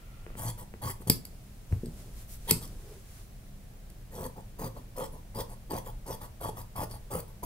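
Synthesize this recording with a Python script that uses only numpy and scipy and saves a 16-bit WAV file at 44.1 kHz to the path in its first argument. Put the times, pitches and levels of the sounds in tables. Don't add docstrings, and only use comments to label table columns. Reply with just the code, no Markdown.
import sys
import numpy as np
from scipy import signal
from scipy.fft import rfft, irfft, next_fast_len
from scipy.io import wavfile
from scipy.ndimage import uniform_filter1d

SR = 44100
rng = np.random.default_rng(int(sys.argv[2]) if len(sys.argv) > 2 else 0)


def put_to_file(sound):
    columns = np.atleast_2d(sound).T
    safe = np.clip(columns, -1, 1)
    whole_steps = np.round(safe * 32767)
    wavfile.write(sys.argv[1], SR, whole_steps.astype(np.int16))


N = 328570

# (frequency [Hz], width [Hz], level [dB])
STEEL_MODES = [(4700, 47, 1), (4845, 50, 0.5), (5220, 54, 0), (15200, 230, 1), (7400, 400, -11.5),
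               (8360, 63, 5.5), (9720, 120, -15), (11100, 34, -13), (11230, 33, -0.5), (11920, 80, 1),
               (13400, 200, -11)]
# (frequency [Hz], width [Hz], level [dB])
TABLE_MODES = [(90, 76, 6.5), (113.9, 15.6, -0.5), (166.6, 23.5, 0), (201, 23, -5), (246, 32, -0.5),
               (300, 20, -21), (360.6, 39, 1), (435, 60, 4.5), (860, 77, 2.5), (1260, 50, -11)]


def snips():
    # (frequency [Hz], density [dB per Hz])
    crunch_spectrum = [(180, -28), (300, -12.5), (580, -7), (782, -12), (972, -0.5), (1410, -22),
                       (2200, -34.5), (2860, -24), (4840, -120)]
    # (frequency [Hz], density [dB per Hz])
    hiss_spectrum = [(880, -34), (1450, -8), (1860, 5), (2580, -18.5), (3260, 5), (3920, -16), (4610, -7),
                     (5010, -16.5), (5500, 0), (7530, -2.5), (8330, 6.5), (9900, 3.5), (11900, 6.5),
                     (13600, 3), (14300, -2.5), (15100, 3), (16000, -7.5)]
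    # (frequency [Hz], width [Hz], level [dB])
    panel_modes = [(535, 38, 0.5), (707, 82, -4), (864, 36, 4), (1031, 180, -3), (1100, 55, 6)]
    uneven_db, hiss_lag_s = 2.6, 0.006
    threads = grains(700, 1.6)
    scrape = grains(4000, 1.4)
    push = grains(300, 2.7)
    drift = uniform_filter1d(uniform_filter1d(rng.standard_normal(N), size=120), size=120)
    fits = gain_of(uneven_db * evened(drift))
    crunch, hiss, panel, steel, thrum = np.zeros((5, N))
    for s, force, edge, thrum_db, hz in strokes():
        start = round(s * SR)
        span = slice(start, start + len(force))
        jolts = force * (fits * threads)[span]
        slide = edge * (fits * scrape)[span]
        add(crunch, s, jolts)
        add(hiss, s + hiss_lag_s, slide)
        panel_ring = ring(panel_modes, spread_db=2.0, near_hz=hz, focus_db=18.5)
        add(panel, s, gain_of(-0.5) * signal.fftconvolve(jolts, panel_ring))
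        blade_ring = ring(STEEL_MODES, 3.2, spread_db=7.0, shift=0.025)
        add(steel, s + hiss_lag_s, gain_of(-5.5) * signal.fftconvolve(slide, blade_ring))
        table_ring = ring(TABLE_MODES, 0.61, near_hz=95000 / hz)
        add(thrum, s, signal.fftconvolve(force * gain_of(thrum_db) * push[span], table_ring))
    cloth = patchy(gain_of(-0.35) * colour(crunch, crunch_spectrum) + panel, 3.15, size=768)
    blades = patchy(colour(hiss, hiss_spectrum) + steel, 4.0, size=256)
    return cloth + gain_of(2.62) * blades, thrum


def strokes():
    # (start [s], length [s], crunch level [dB],
    # swell from start to end [dB], blade hiss over crunch [dB], hiss rise toward the tips [dB],
    # table thrum over crunch [dB], crunch resonance [Hz])
    closings = [(0.359, 0.15, -47.5, 11, -0.5, -4.5, 11, 1020),
                (0.81, 0.11, -43.5, -2.5, -3.5, 10, 8.5, 1060),
                (1.065, 0.028, -37.5, -1.5, -8.5, -15, -3, 510), (2.464, 0.045, -44, 25.5, 9, -22, 8, 475),
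                (4.102, 0.17, -48, 20, -7, -8.5, 4, 533), (4.58, 0.1, -43, 7, -8.5, -4, 8.5, 537),
                (4.956, 0.11, -44, -5.5, -8.5, 3.5, 3, 507), (5.339, 0.085, -43, 7.5, -8, -2, 7, 510),
                (5.694, 0.1, -40.5, -4.5, -10.5, 10, 0.5, 530), (6.055, 0.1, -44, 0.5, -8, 4, 2, 540),
                (6.399, 0.1, -43, 6, -8.5, 2, 5.5, 880), (6.748, 0.097, -40, 8, -9.5, -5, 4, 920),
                (7.098, 0.11, -42, 3.2, -7.5, -2, 6, 835), (7.422, 0.031, -43, -12, -5, 13, 8.5, 680)]
    # (start [s], length [s], crunch level [dB],
    # blade hiss over crunch [dB], crunch resonance [Hz])
    openings = [(0.564, 0.074, -53.5, -2.5, 970), (0.995, 0.037, -51.5, -7, 616),
                (2.604, 0.057, -56, 4, 1040), (4.348, 0.066, -56.5, -10, 554),
                (4.743, 0.068, -56.5, -7.5, 535), (5.103, 0.1, -60.5, -7.5, 547),
                (5.476, 0.074, -56, -4.5, 820), (5.84, 0.07, -54, -5.5, 850),
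                (6.197, 0.069, -52.5, -2.5, 890), (6.548, 0.077, -53.5, -2, 840),
                (6.886, 0.086, -55.5, -2.5, 905), (7.26, 0.065, -65.5, -2, 670)]
    let_go_s, open_bite_s = 0.011, 0.025
    rows = []
    for row in closings:
        hiss_bite_s = 0.0043 * gain_of(0.7 * max(row[3], 0))
        rows.append((*row, 5.5, 0.015, hiss_bite_s))
    for s, length, db, hiss_db, hz in openings:
        rows.append((s, length, db, -4.5, hiss_db, -8, 8.5, hz, 1.5, open_bite_s, open_bite_s))
    for s, length, db, swell_db, hiss_db, rise_db, thrum_db, hz, arch_db, bite_s, hiss_bite_s in rows:
        u = np.linspace(-.5, .5, round(length * SR))[:N - round(s * SR)]
        let_go = (.5 - u) * length / let_go_s
        force = np.clip(np.minimum((.5 + u) * length / bite_s, let_go), 0, 1)
        edge = np.clip(np.minimum((.5 + u) * length / hiss_bite_s, let_go), 0, 1)
        force = force * gain_of(db + swell_db * u - 2 * arch_db * abs(u))
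        edge = edge * gain_of(db + hiss_db + (swell_db + rise_db) * u)
        yield s, force, edge, thrum_db, hz


def patchy(x, depth_db, size):
    z = signal.stft(x, nperseg=size)[2]
    patches = uniform_filter1d(rng.standard_normal(z.shape), size=3, axis=0)
    patches = evened(uniform_filter1d(patches, size=3600 // size, axis=1))
    return signal.istft(z * gain_of(depth_db * patches), nperseg=size)[1][:N]


def claps():
    # (time [s], crack level [dB], steel ring over crack [dB],
    # table blow over crack [dB], pitch of the struck spot [Hz])
    clap_events = [(1.0983, -9, -1.5, -8.5, 188), (1.2514, -36.5, -3, -23, 152),
                   (1.857, -56.5, 15.5, -20, 153), (2.509, -9, -7.5, -14, 367), (2.675, -45, -13, -16, 160),
                   (3.9, -48, -10, -10, 129)]
    # (frequency [Hz], density [dB per Hz])
    crack_spectrum = [(290, 6), (520, -37), (1200, -5.5), (1750, -14.5), (2200, -3.5), (3460, -14),
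                      (4990, 3.5), (5900, -11), (7800, 2), (8940, -4.5), (9800, 2.5), (11100, 5),
                      (12300, -11), (13350, 11), (14700, -20), (16000, -12)]
    rise_s, fall_s = 0.0008, 0.0011
    rebound_s, rebound_width_s, rebound_share = 0.0031, 0.0007, 0.22
    rattle_db, rattle_s, blow_delay_s = -4, 0.0038, 0.00143
    crack, steel, table = np.zeros((3, N))
    t = np.arange(SR // 8) / SR
    first_hit = (1 - np.exp(-(t / rise_s) ** 2)) * np.exp(-t / fall_s)
    chatter = first_hit + rebound_share * np.exp(-((t - rebound_s) / rebound_width_s) ** 2)
    for s, db, ring_db, table_db, hz in clap_events:
        burst = gain_of(db) * chatter * rng.standard_normal(len(t))
        add(crack, s, burst)
        rattle = gain_of(db + rattle_db) * np.exp(-t / rattle_s) * rng.standard_normal(len(t))
        steel_ring = ring(STEEL_MODES, 2.2)
        add(steel, s, gain_of(ring_db) * signal.fftconvolve(burst + rattle, steel_ring))
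        blow = ring(TABLE_MODES, 0.66, near_hz=hz) + 0.19 * ring(TABLE_MODES, 0.59, near_hz=530)
        add(table, s + blow_delay_s, gain_of(db + table_db) * blow)
    return gain_of(9) * colour(crack, crack_spectrum) + steel, gain_of(20.0) * table


def pats():
    # (time [s], level [dB],
    # contact time at half force [ms], pitch of the struck spot [Hz])
    contacts = [(0.265, -37.5, 0.24, 326), (0.303, -43, 0.28, 302), (.353, -40, 0.24, 300),
                (0.739, -37, 0.26, 302), (1.07, -19.5, 1.7, 139), (1.712, -15.5, 3.1, 95),
                (1.725, -7, 2.46, 81), (1.725, -35.5, 0.24, 305), (1.833, -19.5, 1.28, 300),
                (1.867, -26.5, 1.1, 254), (1.883, -18.5, 2.9, 249), (2.516, -13, 1.9, 172),
                (2.562, -21.5, 2.2, 205), (6.49, -21.5, 0.54, 685), (6.834, -32, 1.06, 453)]
    force, table = np.zeros((2, N))
    for s, db, ms, hz in contacts:
        bump = np.hanning(round(2 * ms * SR / 1000) + 3)
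        bump *= gain_of(db) / bump.sum()
        add(force, s, bump)
        add(table, s, signal.fftconvolve(bump, ring(TABLE_MODES, 0.56, near_hz=hz, focus_db=29.5)))
    tick = colour(force, [(200, -53), (500, -6.0), (1500, -7.0), (3000, -3), (6000, -26)])
    return gain_of(20.5) * tick, gain_of(17.5) * table


def smoothing():
    # (time [s], rustle level [dB], drag level on the table [dB])
    hand = [(1.25, -65, -59), (1.68, -65.5, -78), (1.72, -63.5, -43), (1.8, -64.5, -61),
            (2.05, -61.5, -54.5), (2.33, -69, -72), (2.5, -54, -56), (2.75, -62.5, -55), (2.93, -60.5, -77),
            (3.1, -66.5, -71), (3.5, -66, -87)]
    # (middle [s], length [s], level [dB], share of fizz [0-1])
    wipes = [(2.002, 0.11, -64.5, 0.1), (2.2, 0.18, -55.5, 0.57), (2.327, 0.15, -50, 0.96),
             (3.152, 0.3, -62.5, 0.12)]
    # (frequency [Hz], density [dB per Hz])
    rustle_spectrum = [(590, -59), (1000, -7), (3120, -11.5), (10100, -8), (16000, -14.5)]
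    fizz_spectrum = [(3000, -17.5), (8000, -11.5), (12000, -7.0), (16000, -12)]
    drag_spectrum = [(70, -14), (170, -2.5), (400, -9.0), (800, -18.5), (1600, -36)]
    level = gain_of(along(hand, 1, -67.5))
    drag_level = gain_of(along(hand, 2, -68.0))
    fizz_level = np.zeros(N)
    for s, length, db, share in wipes:
        wipe = gain_of(db) * np.hanning(round(length * SR))
        add(level, s - length / 2, (1 - share) * wipe)
        add(fizz_level, s - length / 2, share * wipe)
    sides = []
    for _ in "LR":
        rustle = colour(grains(9000, 0.84) * level, rustle_spectrum)
        fizz = colour(grains(11000, 1.5) * fizz_level, fizz_spectrum)
        sides.append(rustle + fizz)
    drag = colour(grains(2100, 1.8) * drag_level, drag_spectrum)
    return gain_of(3.0) * np.array(sides) + drag


def scuff():
    peak_s, peak_db, peak_hz, width_hz = 2.93, -50, 440, 50
    rise_db_per_s, fall_db_per_s, hz_per_db = 102, 205, 6.5
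    t = np.arange(N) / SR - peak_s
    under_db = np.minimum(np.maximum(-rise_db_per_s * t, fall_db_per_s * t), 60)
    slips = grains(2700, 1.0) * gain_of(peak_db - under_db)
    return resonate(slips, np.maximum(peak_hz - hz_per_db * under_db, 250), width_hz)


def whisper():
    # (frequency [Hz], width [Hz], level [dB])
    hiss_bands = [(1384, 36, 9), (2500, 760, 10)]
    level_db, end_s, fade_s = -63, 0.52, 0.088
    fade = np.clip((end_s - np.arange(N) / SR) / fade_s, 0, 1)
    hiss = signal.oaconvolve(rng.standard_normal((2, N)), ring(hiss_bands, 1.5)[None])[:, :N]
    return gain_of(level_db) * fade * hiss


def room_tone():
    # (frequency [Hz], density [dB per Hz])
    wash_spectrum = [(32, -33), (55, -4), (118, -1.5), (172, -12), (203, -14), (263, -18), (304, -20.5),
                     (466, -22.5), (681, -22), (1070, -32), (1800, -31.5), (9050, -43), (16000, -36)]
    # (time [s], level [dB])
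    rumble_levels = [(0.0, -46.5), (0.3, -41), (1.6, -47.5), (1.85, -40), (2.76, -39), (2.99, -48.5),
                     (5.97, -41.5), (6.72, -47.5), (7.45, -43)]
    # (frequency [Hz], level [dB])
    hum_lines = [(39, -57.5), (200, -62)]
    wash = gain_of(-51.5) * evened(diffuse([(30, -42.0)] + wash_spectrum[1:], 2048))
    deep_spectrum = [(8, -11.5), (25, 11.5), (45, 6.0), (70, -6.0), (200, -54.5)]
    deep = evened(colour(rng.standard_normal(N), deep_spectrum))
    hum = sum(gain_of(db) * evened(resonate(rng.standard_normal(N), hz, 2.9)) for hz, db in hum_lines)
    return wash + hum + deep * gain_of(along(rumble_levels, 1, -39.0) - 3.5)


def diffuse(spectrum, size):
    # (frequency [Hz], left-right likeness [-1 to 1])
    likeness = [(60, 0.95), (240, 0.77), (950, 0.12), (3770, 0.0029), (15000, -0.11)]
    hz = np.fft.rfftfreq(size, 1 / SR)[:, None]
    a, b, c, d = rng.standard_normal((4 * N // size + 5, hz.size, 4)).T
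    same = np.clip(read(likeness, hz), -1, 1)
    left = a + 1j * b
    right = same * left + np.sqrt(1 - same ** 2) * (c + 1j * d)
    z = np.array([left, right]) * gain_of(read(spectrum, hz))
    return signal.istft(z, nperseg=size, noverlap=3 * size // 4)[1][:, :N]


def ports(x):
    # (frequency [Hz], lead of the left port [rad])
    left_lead = [(100, 0.11), (500, 0.18), (1200, 1.97), (2400, 1.64), (5000, 1.6), (9000, 1.52),
                 (13000, 1.4)]
    size = next_fast_len(N + SR)
    half = np.exp(.5j * read(left_lead, np.fft.rfftfreq(size, 1 / SR)))
    return irfft(rfft(x, size) * np.array([half, 1 / half]), size)[:, :N]


def echoes(x):
    # (frequency [Hz], time to fall 60 dB [s])
    decay = [(100, 0.36), (500, 0.32), (2000, 0.21), (8000, 0.24), (15000, 0.17)]
    taps = np.zeros((2, SR // 2))
    at = np.arange(300, SR // 2 - 20, 20)
    at = at + rng.integers(0, 20, (2, len(at)))
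    np.put_along_axis(taps, at, rng.choice([-1., 1.], at.shape), 1)
    hz, t, z = signal.stft(taps, SR, nperseg=256)
    fall = gain_of(-60 * t / read(decay, hz)[:, None])
    tail = signal.istft(z * fall, SR, nperseg=256)[1]
    return signal.fftconvolve(x[None], tail / np.linalg.norm(tail[0]), axes=1)[:, :N]


def ring(modes, widen=1, spread_db=0, near_hz=None, focus_db=9, shift=0):
    hz, width, db = np.transpose(modes)[..., None]
    db = db + spread_db * rng.standard_normal(db.shape)
    hz = hz * (1 + shift * rng.standard_normal(hz.shape))
    if near_hz:
        db = db - focus_db * np.log2(hz / near_hz) ** 2
    t = np.arange(SR // 8) / SR
    decay = np.exp(-np.pi * widen * width * t)
    out = (gain_of(db) * np.sqrt(width) * decay * np.sin(2 * np.pi * hz * t)).sum(axis=0)
    return out / np.linalg.norm(out)


def resonate(x, hz, width):
    turn = np.exp(2j * np.pi * np.cumsum(hz * np.ones(N)) / SR)
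    r = np.exp(-np.pi * width / SR)
    return 2 * (turn * signal.lfilter([1 - r], [1, -r], x / turn)).real / np.sqrt(1 - r)


def grains(per_s, spread_db):
    size = gain_of(spread_db * np.minimum(rng.exponential(1, N), 4)) * rng.choice([-1, 1], N)
    return evened(size * (rng.random(N) < per_s / SR))


def colour(x, spectrum):
    db = np.maximum(read(spectrum, abs(np.fft.fftfreq(8192, 1 / SR))), -90)
    taps = np.fft.ifft(np.exp(signal.hilbert(np.log(gain_of(db))).conj())).real[:3000]
    return signal.oaconvolve(x, taps / np.linalg.norm(taps))[:N]


def gain_of(db):
    return 10 ** (np.asarray(db) / 20)


def evened(x):
    return x / np.sqrt(np.mean(x ** 2) + 1e-20)


def read(points, hz):
    f, value = np.transpose(points)
    return np.interp(np.log(hz + 1), np.log(f + 1), value)


def along(table, column, rest):
    rows = np.array(table)
    return np.interp(np.arange(N) / SR, rows[:, 0], rows[:, column], left=rest, right=rest)


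def add(mix, s, sound):
    part = mix[round(s * SR):][:len(sound)]
    part += sound[:len(part)]


def scene():
    near, table = np.sum([snips(), claps(), pats()], axis=0)
    table = signal.sosfilt(signal.butter(3, 62., "highpass", fs=SR, output="sos"), table)
    direct = ports(near) * gain_of([[.4], [-.4]]) + table * gain_of([[.7], [-.7]])
    boom = echoes(table)
    table_room = 0.13 * boom + 0.65 * boom.mean(axis=0)
    room = gain_of(-8.5) * echoes(near) + gain_of(-7.5) * table_room
    return direct + room + smoothing() + scuff() + whisper() + room_tone()


def record(dry):
    lowpass = signal.firwin(1023, 15780, window=("kaiser", 9), fs=SR)
    return signal.oaconvolve(dry, lowpass[None], "same")


dry = scene()
out = record(dry)
put_to_file(out)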